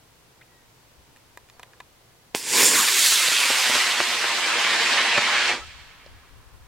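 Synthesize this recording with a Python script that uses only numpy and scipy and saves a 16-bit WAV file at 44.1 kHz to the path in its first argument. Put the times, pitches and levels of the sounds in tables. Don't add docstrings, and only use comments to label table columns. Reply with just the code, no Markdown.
import sys
import numpy as np
from scipy import signal
from scipy.fft import rfft, irfft, next_fast_len
from scipy.io import wavfile
from scipy.ndimage import uniform_filter1d, map_coordinates

SR = 44100
rng = np.random.default_rng(int(sys.argv[2]) if len(sys.argv) > 2 else 0)


def master(y):
    cut = np.clip(np.atleast_2d(y).T, -1, 1)
    pcm = np.round(cut * 32767)
    wavfile.write(sys.argv[1], SR, pcm.astype(np.int16))


N = 294279
T = np.arange(N) / SR
LEFT_RIGHT = np.array([[1], [-1]])


def undb(db):
    return 10 ** (np.asarray(db) / 20)


def level(x, db=0):
    return x * undb(db) / np.sqrt(np.mean(x ** 2))


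def curve(rows, t, axis=1):
    rows = np.array(rows)
    return np.interp(t, rows[:, 0], rows[:, axis])


def spectrum(rows, hz, axis=1):
    rows = np.array(rows)
    return np.interp(np.log(hz + 1), np.log(rows[:, 0]), rows[:, axis])


def colour(x, rows, axis=1):
    size = next_fast_len(N, real=True)
    gain = undb(spectrum(rows, np.fft.rfftfreq(size, 1 / SR), axis=axis))
    return irfft(rfft(x, size) * gain, size)[:N]


def butter(x, hz, kind="low", order=1):
    sos = signal.butter(order, min(hz, SR / 2 - 1), kind, fs=SR, output="sos")
    return signal.sosfilt(sos, x)


def moving_noise(db_at, size=512):
    hz, t, z = signal.stft(rng.standard_normal(N), SR, nperseg=size)
    return signal.istft(z * undb(db_at(hz[:, None], t)), SR, nperseg=size)[1][:N]


def walk(rate):
    k = int(SR / rate)
    steps = np.repeat(rng.standard_normal(N // k + 1), k)
    return level(uniform_filter1d(steps, k)[:N])


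def add(track, s, sound):
    i = int(s * SR)
    track[i:i + len(sound)] += sound[:N - i]


# (frequency [Hz], level per Hz [dB])
FIELD_COLOUR = [(15, -29), (25, -17), (64, -8), (87, -11), (120, -2.5), (195, -13.5), (263, -12.5),
                (439, -13), (476, -11), (607, -15.5), (988, -14.5), (1190, -17.5), (4140, -22.5),
                (16000, -31)]
# (frequency [Hz], side relative to middle [dB])
FIELD_WIDTH = [(60, -23.5), (200, -9), (700, -3.5), (4400, 0)]
FIELD_DB = -58


def field():
    mid, side = (level(colour(rng.standard_normal(N), FIELD_COLOUR), FIELD_DB) for _ in range(2))
    return (mid + LEFT_RIGHT * colour(side, FIELD_WIDTH)) * undb(0.092 * walk(3.5))


CALM_DB, BREEZE_DB, BREEZE_S, BREEZE_RISE_S = -68, -59.5, 5.13, 0.2
DUCK_DB, DUCK_S, DUCK_LENGTH_S = -21, 4, 0.9
# (frequency [Hz], level per Hz [dB])
WIND_COLOUR = [(15, -3), (35, -1), (70, 3.5), (130, -9.5), (220, -19), (500, -29.5), (2000, -74.5)]
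# (time [s], level [dB], half length [s])
WIND_GUSTS = [(5.679, -55, 0.14), (6.136, -45.5, 0.033), (6.372, -52, 0.049), (6.54, -48, 0.013),
              (6.619, -51, 0.015)]


def wind(gust_db=2, pan_db=6, calm_swell_db=2):
    eddies = []
    for _ in range(2):
        flurry = undb(gust_db * walk(27))
        eddies.append(level(colour(rng.standard_normal(N), WIND_COLOUR) * flurry))
    duck = DUCK_DB * np.exp(-((T - DUCK_S) / DUCK_LENGTH_S) ** 2)
    calm = undb(CALM_DB + calm_swell_db * walk(2.8) + duck)
    breeze = undb(BREEZE_DB) * (1 + np.tanh((T - BREEZE_S) / BREEZE_RISE_S)) / 2
    gusts = sum(undb(db) * np.exp(-((T - s) / length) ** 2) for s, db, length in WIND_GUSTS)
    return np.array(eddies) * (calm + breeze + gusts) * undb(LEFT_RIGHT * pan_db / 2)


def whistle(length, start_hz, end_hz, db, waver):
    u = np.linspace(0, 1, int(length * SR))
    hz = (start_hz + (end_hz - start_hz) * u) * (1 + waver * walk(900)[:len(u)])
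    return undb(db) * np.sin(np.pi * u) * np.sin(2 * np.pi * np.cumsum(hz) / SR)


# (time [s], length [s], start pitch [Hz], end pitch [Hz], level [dB], waver [share of pitch])
BIRD_NOTES = [(.409, .018, 1900, 2200, -47, .07), (.42, .015, 2100, 3200, -53, .1),
              (.409, .014, 3000, 3400, -56, .15), (.409, .012, 1400, 1500, -52, .08),
              (.45, .22, 1980, 1850, -64, .01), (.76, .12, 4700, 4300, -70, .02),
              (1.52, .05, 4650, 4450, -65, .012), (1.565, .1, 4250, 4020, -67, .012)]


def birds():
    out = np.zeros(N)
    for s, *note in BIRD_NOTES:
        add(out, s, whistle(*note))
    return out


# (time [s], peak level of the ring [dB], low edge [Hz],
# brightness [Hz], peak level of the contact tick [dB], most strongly struck frequency [Hz])
GEAR_CLICKS = [(1.162, -41.5, 800, 3980, -43, 2000), (1.171, -44, 800, 4000, -40, 3000),
               (1.374, -26.5, 400, 2400, -30, 1850), (1.488, -46, 2200, 3000, -53, 2450),
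               (1.499, -39, 1500, 9000, -39, 4200), (1.596, -33.5, 550, 900, -32, 800),
               (1.6001, -40, 550, 700, -48, 900), (1.631, -34.5, 1200, 4000, -29, 2600),
               (1.6336, -30.5, 600, 2500, -30, 1600), (1.734, -41, 1200, 900, -52, 1600),
               (1.8025, -29.5, 400, 1200, -37, 720), (1.806, -31.5, 750, 3000, -40, 2300)]
# (frequency [Hz], level [dB], time to die by 60 dB [s])
CASE_MODES = [(620, -16, 0.0048), (795, -12, 0.039), (998, -2, 0.054), (1220, 0, 0.019), (1695, -2, 0.026),
              (1820, 0, 0.02), (2010, -3, 0.024), (2440, 1, .022), (2870, 4, 0.0072), (3700, 2, 0.01),
              (4250, -2, .012), (5050, -6, 0.025), (6940, 7, 0.0037), (9900, -7, .003)]


def clicks(tick_hz=500, tick_s=0.0011, struck_db=5, struck_octaves=0.33):
    out, t = np.zeros(N), T[:SR // 10]
    chance = rng.standard_normal((len(GEAR_CLICKS), len(CASE_MODES), 3))
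    grit = rng.standard_normal((len(GEAR_CLICKS), len(t)))
    for click, draws, noise in zip(GEAR_CLICKS, chance, grit):
        s, db, low_hz, bright_hz, tick_db, struck_hz = click
        ring = np.zeros(len(t))
        for (hz, mode_db, t60), (a, b, phase) in zip(CASE_MODES, draws):
            favour = struck_db * np.exp(-(np.log2(hz / struck_hz) / struck_octaves) ** 2)
            tone = np.sin(2 * np.pi * hz * (1 + 0.008 * b) * t + phase)
            ring += undb(mode_db + favour + a) * tone * np.exp(-np.log(1000) * t / t60)
        ring = butter(butter(ring, bright_hz), low_hz, "high", order=2)
        tick = butter(noise, tick_hz, "high") * np.exp(-t / tick_s)
        add(out, s, undb(db) * ring / np.abs(ring).max() + undb(tick_db) * tick / np.abs(tick).max())
    return out


def rustle(centre_s=1.68, spread_s=0.18, db=-61, low_hz=450, high_hz=750):
    rub = butter(butter(rng.standard_normal(N), low_hz, "high", order=2), high_hz, order=2)
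    return level(rub, db) * np.exp(-((T - centre_s) / spread_s) ** 2)


PORT_LAG_S, HAND_PAN_DB = 0.00003, -0.5


def from_right(x):
    late = map_coordinates(x, [(T - PORT_LAG_S) * SR])
    return np.array([late, x]) * undb(LEFT_RIGHT * HAND_PAN_DB / 2)


# (time [s], peak level [dB], brightness [Hz],
# swing-back [Hz], gain of the gas puff before its bass is cut [dB])
CRACKS = [(2.349, 1.5, 8000, 280, -33), (2.34905, -16.5, 1300, 380, -38), (2.6307, -6.5, 2190, 700, -28),
          (3.122, -15.5, 2200, 800, -46), (3.282, -24, 900, 260, -30), (3.3174, -12, 2630, 500, -29),
          (3.452, -30, 600, 250, -43), (3.503, -16, 1010, 450, -23), (3.698, -13, 2000, 650, -22),
          (3.7558, -10, 2200, 650, -22), (4.0037, -2.5, 2400, 749, -20), (4.243, -11, 1700, 901, -26),
          (4.649, -20, 1210, 404, -37), (5.1785, -7, 2540, 750, -19.5), (5.182, -4, 2600, 800, -17),
          (5.497, -8, 3500, 500, -35)]


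def pops(spike_s=0.000048, gas_s=0.0034, gas_hz=1400, gas_low_hz=290, lead_s=0.01):
    out, t = np.zeros(N), T[:SR // 20]
    noises = rng.standard_normal((len(CRACKS), len(t)))
    for (s, db, hz, swing_hz, gas_db), noise in zip(CRACKS, noises):
        spike = butter(np.exp(-t / spike_s), hz, order=2)
        spike = butter(spike, swing_hz, "high", order=2)
        add(out, s, -undb(db) * spike / np.abs(spike).max())
        gas = level(butter(butter(noise, hz), gas_hz)) * np.exp(-((t - lead_s) / gas_s) ** 2)
        add(out, s - lead_s, undb(gas_db) * butter(gas, gas_low_hz, "high", order=2))
    return out


LIFTOFF_S, ACCEL_M_S2, PAD_HEIGHT_M, TRAIL_M = 2.53, 35.97, 0.44, 0.34
PAD_DISTANCE_M, ARC_M = 9.89, 317


def height(t):
    climb = ACCEL_M_S2 * np.maximum(t - LIFTOFF_S, 0) ** 2 / 2
    return np.maximum(climb - TRAIL_M, PAD_HEIGHT_M)


def downrange(z):
    return PAD_DISTANCE_M + z * (z / ARC_M) ** 2


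ROAR_HZ, PIVOT_HZ, HISS_HZ = 528, 2270, 6870
SIZZLE_HZ = 12900
PAD_DB, PAD_ROAR_DB, PAD_HISS_DB = 10.5, 1, -4.5
WARM_S, WARMING_S, COOL_PITCH_SHARE = 2.57, 0.034, 0.94
HOLLOW_HZ, HOLLOW_WIDTH_HZ, HOLLOW_DB = 1280, 140, -2.5
# (frequency [Hz], level per Hz [dB])
PAD_COLOUR = [(60, -37.5), (170, -14.5), (360, -3), (490, -2), (690, -15.5), (1000, 6.5), (1300, 0),
              (1800, 2), (3000, -3.5), (4300, 1), (7000, -2.5), (9000, -3), (11500, -6), (16000, -13.5)]
# (frequency [Hz], width [Hz], boost [dB])
PLATE_MODES = [(2000, 300, 1), (3460, 590, 4), (5460, 380, 2), (6940, 930, 7.5), (8580, 620, 5.5),
               (10430, 500, 3.5)]
# (time [s], jet level before the pad's gain [dB],
# treble added to the pad's hiss setting [dB], further lift of the very top [dB])
IGNITION = [(2.36, -34, 2, 2), (2.378, -42.5, 9.5, 0), (2.438, -43, 6.5, -3), (2.49, -36.5, 8, -4),
            (2.574, -24.5, 3.5, 1.5), (2.63, -23, 2.5, 4), (2.665, -26, 10, -2), (2.705, -30.5, 8.5, 0),
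            (2.75, -23.5, -1, 4), (2.8, -25.5, 4.5, 5), (2.84, -24, -0.5, 3), (2.912, -26.5, -1, 3),
            (2.93, -26, 3, 0)]


def pad_db(hz, t, low, high):
    plate = sum(db / (1 + (2 * (hz - centre) / width) ** 2) for centre, width, db in PLATE_MODES)
    top = np.clip((hz - HISS_HZ) / (SIZZLE_HZ - HISS_HZ), 0, 1)
    treble = (curve(IGNITION, t, axis=2) + PAD_HISS_DB) * np.minimum(high, 1)
    sizzle = curve(IGNITION, t, axis=3) * top
    cool = (1 - np.tanh((t - WARM_S) / WARMING_S)) / 2
    pitch = 1 - (1 - COOL_PITCH_SHARE) * cool * (hz < PIVOT_HZ)
    hollow = HOLLOW_DB * cool * np.exp(-((hz - HOLLOW_HZ) / HOLLOW_WIDTH_HZ) ** 2)
    return PAD_DB + spectrum(PAD_COLOUR, hz / pitch) + hollow + plate + PAD_ROAR_DB * low + treble + sizzle


FLIGHT_DB = 9.5
ROAR_DB, TAIL_ROAR_DB, TAIL_FOCUS = -14, 10.5, 6
HISS_DB, HISS_DB_PER_DOUBLING = -1.57, -3
LOBE_DB, LOBE_DEG, LOBE_WIDTH_DEG = 5, 25.8, 11.3
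AIR_DB_PER_M, AIR_HZ = 0.0658, 13600
# (frequency [Hz], level per Hz [dB])
JET_COLOUR = [(60, -28.5), (150, -18), (240, -9), (400, -4), (700, -3), (1000, 2), (1300, 0), (1800, 2.5),
              (3200, 2), (4500, 2.5), (6000, -0.5), (8000, -0.5), (10500, -5.5), (13000, -10), (16000, -17)]


def flight_db(hz, z, low, high):
    elevation, distance = np.arctan2(z, downrange(z)), np.hypot(z, downrange(z))
    roar = ROAR_DB + TAIL_ROAR_DB * np.sin(elevation) ** TAIL_FOCUS
    lobe = LOBE_DB * np.exp(-((np.degrees(elevation) - LOBE_DEG) / LOBE_WIDTH_DEG) ** 2)
    hiss = HISS_DB + HISS_DB_PER_DOUBLING * np.log2(distance / PAD_DISTANCE_M) + lobe
    air = -AIR_DB_PER_M * (distance - PAD_DISTANCE_M) * (hz / AIR_HZ) ** 3
    return FLIGHT_DB + spectrum(JET_COLOUR, hz) + roar * low + hiss * high + air


BURNOUT_S, FLARE_DB, FLARE_S = 5.491, 3.5, 0.36
FADE_DB_PER_S, ROAR_LINGER_DB, HISS_LINGER_DB, LINGER_S = 219.5, 14.5, 7, 0.049


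def burnout_db(t, low, high):
    spent = np.maximum(t - BURNOUT_S, 0)
    flare = FLARE_DB * np.exp(np.minimum(t - BURNOUT_S, 0) / FLARE_S)
    linger = np.minimum(spent / LINGER_S, 1) * (ROAR_LINGER_DB * low + HISS_LINGER_DB * np.minimum(high, 1))
    return flare - FADE_DB_PER_S * spent + linger


BLEND_M, CLEARING_M = 0.34, 2.6
# (time [s], jet level before the flight's gain [dB])
STEADY_BURN = [(2.97, -25.5), (3.08, -24.5), (3.31, -25), (3.64, -23), (3.75, -22.5), (3.92, -26.5),
               (4.23, -26.5), (4.92, -23), (5.27, -25)]


def jet_db(hz, t):
    z = height(t)
    free = np.clip((z - BLEND_M) / CLEARING_M, 0, 1)
    octave = np.log((hz + 1) / PIVOT_HZ)
    low = np.clip(octave / np.log(ROAR_HZ / PIVOT_HZ), 0, 1)
    high = np.maximum(octave / np.log(HISS_HZ / PIVOT_HZ), 0)
    burn = curve([row[:2] for row in IGNITION] + list(STEADY_BURN), t)
    blend = (1 - free) * pad_db(hz, t, low, high) + free * flight_db(hz, z, low, high)
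    return burn + blend + burnout_db(t, low, high)


LIGHT_S, ATTACK_S = 2.349, 0.0053


def jet(lowest_hz=110):
    alight = np.clip((T - LIGHT_S) / ATTACK_S, 0, 1)
    flutter_db = 0.5 * walk(35) + 0.55 * walk(400)
    return butter(moving_noise(jet_db) * alight * undb(flutter_db), lowest_hz, "high", order=3)


def mottle(x, patchy_db, patch_s, patch_hz, size=512):
    hz, t, z = signal.stft(x, SR, nperseg=size)
    grid = np.meshgrid(hz / patch_hz, t / patch_s, indexing="ij")
    patches = map_coordinates(rng.standard_normal((128, 512)), grid, order=1, mode="mirror")
    return signal.istft(z * undb(patchy_db * patches), SR, nperseg=size)[1][..., :N]


RUMBLE_S, RUMBLE_RISE_S, RUMBLE_LOW_HZ, RUMBLE_HIGH_HZ = 2.55, 0.04, 282, 390
RUMBLE_DB, RUMBLE_DB_PER_M = -41, -1.68


def pad_rumble():
    band = butter(rng.standard_normal(N), RUMBLE_LOW_HZ, "high", order=3)
    band = butter(band, RUMBLE_HIGH_HZ, order=3)
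    thrust = (1 + np.tanh((T - RUMBLE_S) / RUMBLE_RISE_S)) / 2
    return level(band, RUMBLE_DB) * thrust * undb(RUMBLE_DB_PER_M * height(T))


CRACKLES_PER_S, CRACKLE_DB, CRACKLE_SPREAD_DB, CRACKLE_LOW_HZ, CRACKLE_HIGH_HZ = 70, -23, 4, 600, 3200


def crackle(count=400):
    gap, size = rng.exponential(size=(count, 2)).T
    shock = butter(signal.unit_impulse(SR // 100), CRACKLE_HIGH_HZ, order=2)
    shock = butter(shock, CRACKLE_LOW_HZ, "high", order=2)
    out = np.zeros(N)
    times = LIFTOFF_S + np.cumsum(gap) / CRACKLES_PER_S
    peaks_db = CRACKLE_DB + CRACKLE_SPREAD_DB * np.minimum(size, 3)
    for s, db in zip(times, peaks_db):
        if s < BURNOUT_S:
            add(out, s, -undb(db) * shock / np.abs(shock).max())
    return out


CAMERA_HEIGHT_M, SOUND_M_S = 1.49, 343


def ground_bounce(x, share=0.56, soil_hz=3700, furrow_share=0.15, furrow_stretch=1.045,
                  smoke_loss=0.5, smoke_m=0.98):
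    z = height(T)
    straight = np.hypot(downrange(z), z - CAMERA_HEIGHT_M)
    detour = np.hypot(downrange(z), z + CAMERA_HEIGHT_M) - straight
    dulled = irfft(rfft(x) / (1 + (np.fft.rfftfreq(N, 1 / SR) / soil_hz) ** 2), N)

    def bounce(metres):
        return map_coordinates(dulled, [(T - metres / SOUND_M_S) * SR], order=1)

    clear = 1 - smoke_loss * np.exp(-(np.log2(z / smoke_m)) ** 2)
    soil = share * clear * bounce(detour)
    furrow = furrow_share * bounce(detour * furrow_stretch)
    return (x + soil + furrow) / np.sqrt(1 + share ** 2 / 2)


# (frequency [Hz], level before the echo's gain [dB], time to die by 60 dB [s])
HILL_ECHO = [(100.8, -46, 2), (387, -30, 4.9), (1070, -22.5, 7.1), (2040, -26, 3.1), (3420, -16.5, 2.1),
             (5070, -17.5, 1.94), (9230, -11, 1.05), (16080, -44, 0.73)]


def hills(x, apart_hz=2500, build_s=0.058, echo_db=1):
    build = undb(echo_db) * (1 - np.exp(-(T / build_s) ** 2))

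    def decay_db(hz, t):
        t60 = spectrum(HILL_ECHO, hz, axis=2)
        return spectrum(HILL_ECHO, hz) - 60 * t / t60 - 10 * np.log10(SR * t60 / np.log(1e6))

    mid, side = (signal.fftconvolve(x, build * moving_noise(decay_db))[:N] for _ in range(2))
    return (mid + LEFT_RIGHT * butter(side, apart_hz, "high")) / np.sqrt(2)


# (delay [s], level [dB], centre of the band [Hz])
TREE_ROWS = [(0.3, -34, 2890), (0.53, -33, 2200), (0.76, -38.5, 1910)]


def trees(x, flutter_db=2.0, flutter_hz=28):
    out = np.zeros((2, N))
    for k, (delay, db, hz) in enumerate(TREE_ROWS):
        band = butter(butter(x, hz / np.sqrt(2), "high", order=3), hz * np.sqrt(2), order=4)
        echo = undb(db + flutter_db * walk(flutter_hz)) * np.interp(T - delay, T, band, left=0)
        out += echo * undb(LEFT_RIGHT * (-1) ** k)
    return out


# (frequency [Hz], left minus right [dB], unshared sound [dB])
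MIC_PORTS = [(200.6, 1, -38.5), (514, -0.8, -27), (1300, -0.7, -17), (1770, 0, -16.5), (2410, -2, -8),
             (3110, -3, -6), (4000, -3, -5), (4810, -1, -6), (5900, 0.5, -1.5), (6460, -3.5, -3),
             (7970, -2.5, -4), (11000, -1, -12.5), (15950, -1, -14)]
# (frequency [Hz], change [dB])
NARROW_START = [(1200, -30), (2400, -8.5), (4400, -17), (8000, -8), (12000, 3.5)]


def ports(x, scatter, widen_s=3.3, widen_length_s=1.0):
    shaded = []
    for port, side in zip(x, (1, -1)):
        shaded.append(colour(port, [(hz, side * db / 2) for hz, db, _ in MIC_PORTS]))
    wide = np.clip((T - widen_s) / widen_length_s, 0, 1)
    unshared = colour(scatter, MIC_PORTS, axis=2)
    apart = wide * unshared + (1 - wide) * colour(unshared, NARROW_START)
    return np.array(shaded) + LEFT_RIGHT * apart


def last_gas():
    out = np.zeros(N)
    add(out, 5.605, whistle(length=0.046, start_hz=1270, end_hz=1310, db=-41.5, waver=0.025))
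    return out


def knock(s=6.0632, body_hz=560, body_db=-37, body_s=0.0033,
          tick_hz=(4400, 5100), tick_db=-43, tick_s=0.0018):
    out, t = np.zeros(N), T[:SR // 20]
    body = undb(body_db) * np.sin(2 * np.pi * body_hz * t) * np.exp(-t / body_s)
    tick = undb(tick_db) * sum(np.sin(2 * np.pi * hz * t) for hz in tick_hz) * np.exp(-t / tick_s)
    add(out, s, tick - body)
    return out


def scene():
    roar = mottle(jet(), patchy_db=2.2, patch_s=0.028, patch_hz=330)
    rocket = ground_bounce(roar + pad_rumble() + pops() + crackle()) + last_gas()
    echo = mottle(hills(rocket), patchy_db=0.5, patch_s=0.06, patch_hz=389) + trees(rocket)
    handling = from_right(clicks() + rustle()) + knock()
    scatter = ground_bounce(jet())
    return ports(rocket + echo, scatter) + handling + birds() + field() + wind()


TOP_HZ = 15900


def record(dry):
    rounded = dry / (1 + (dry / .9) ** 6) ** (1 / 6)
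    return signal.sosfilt(signal.ellip(10, .1, 80, TOP_HZ, fs=SR, output="sos"), rounded)


dry = scene()
out = record(dry)
master(out)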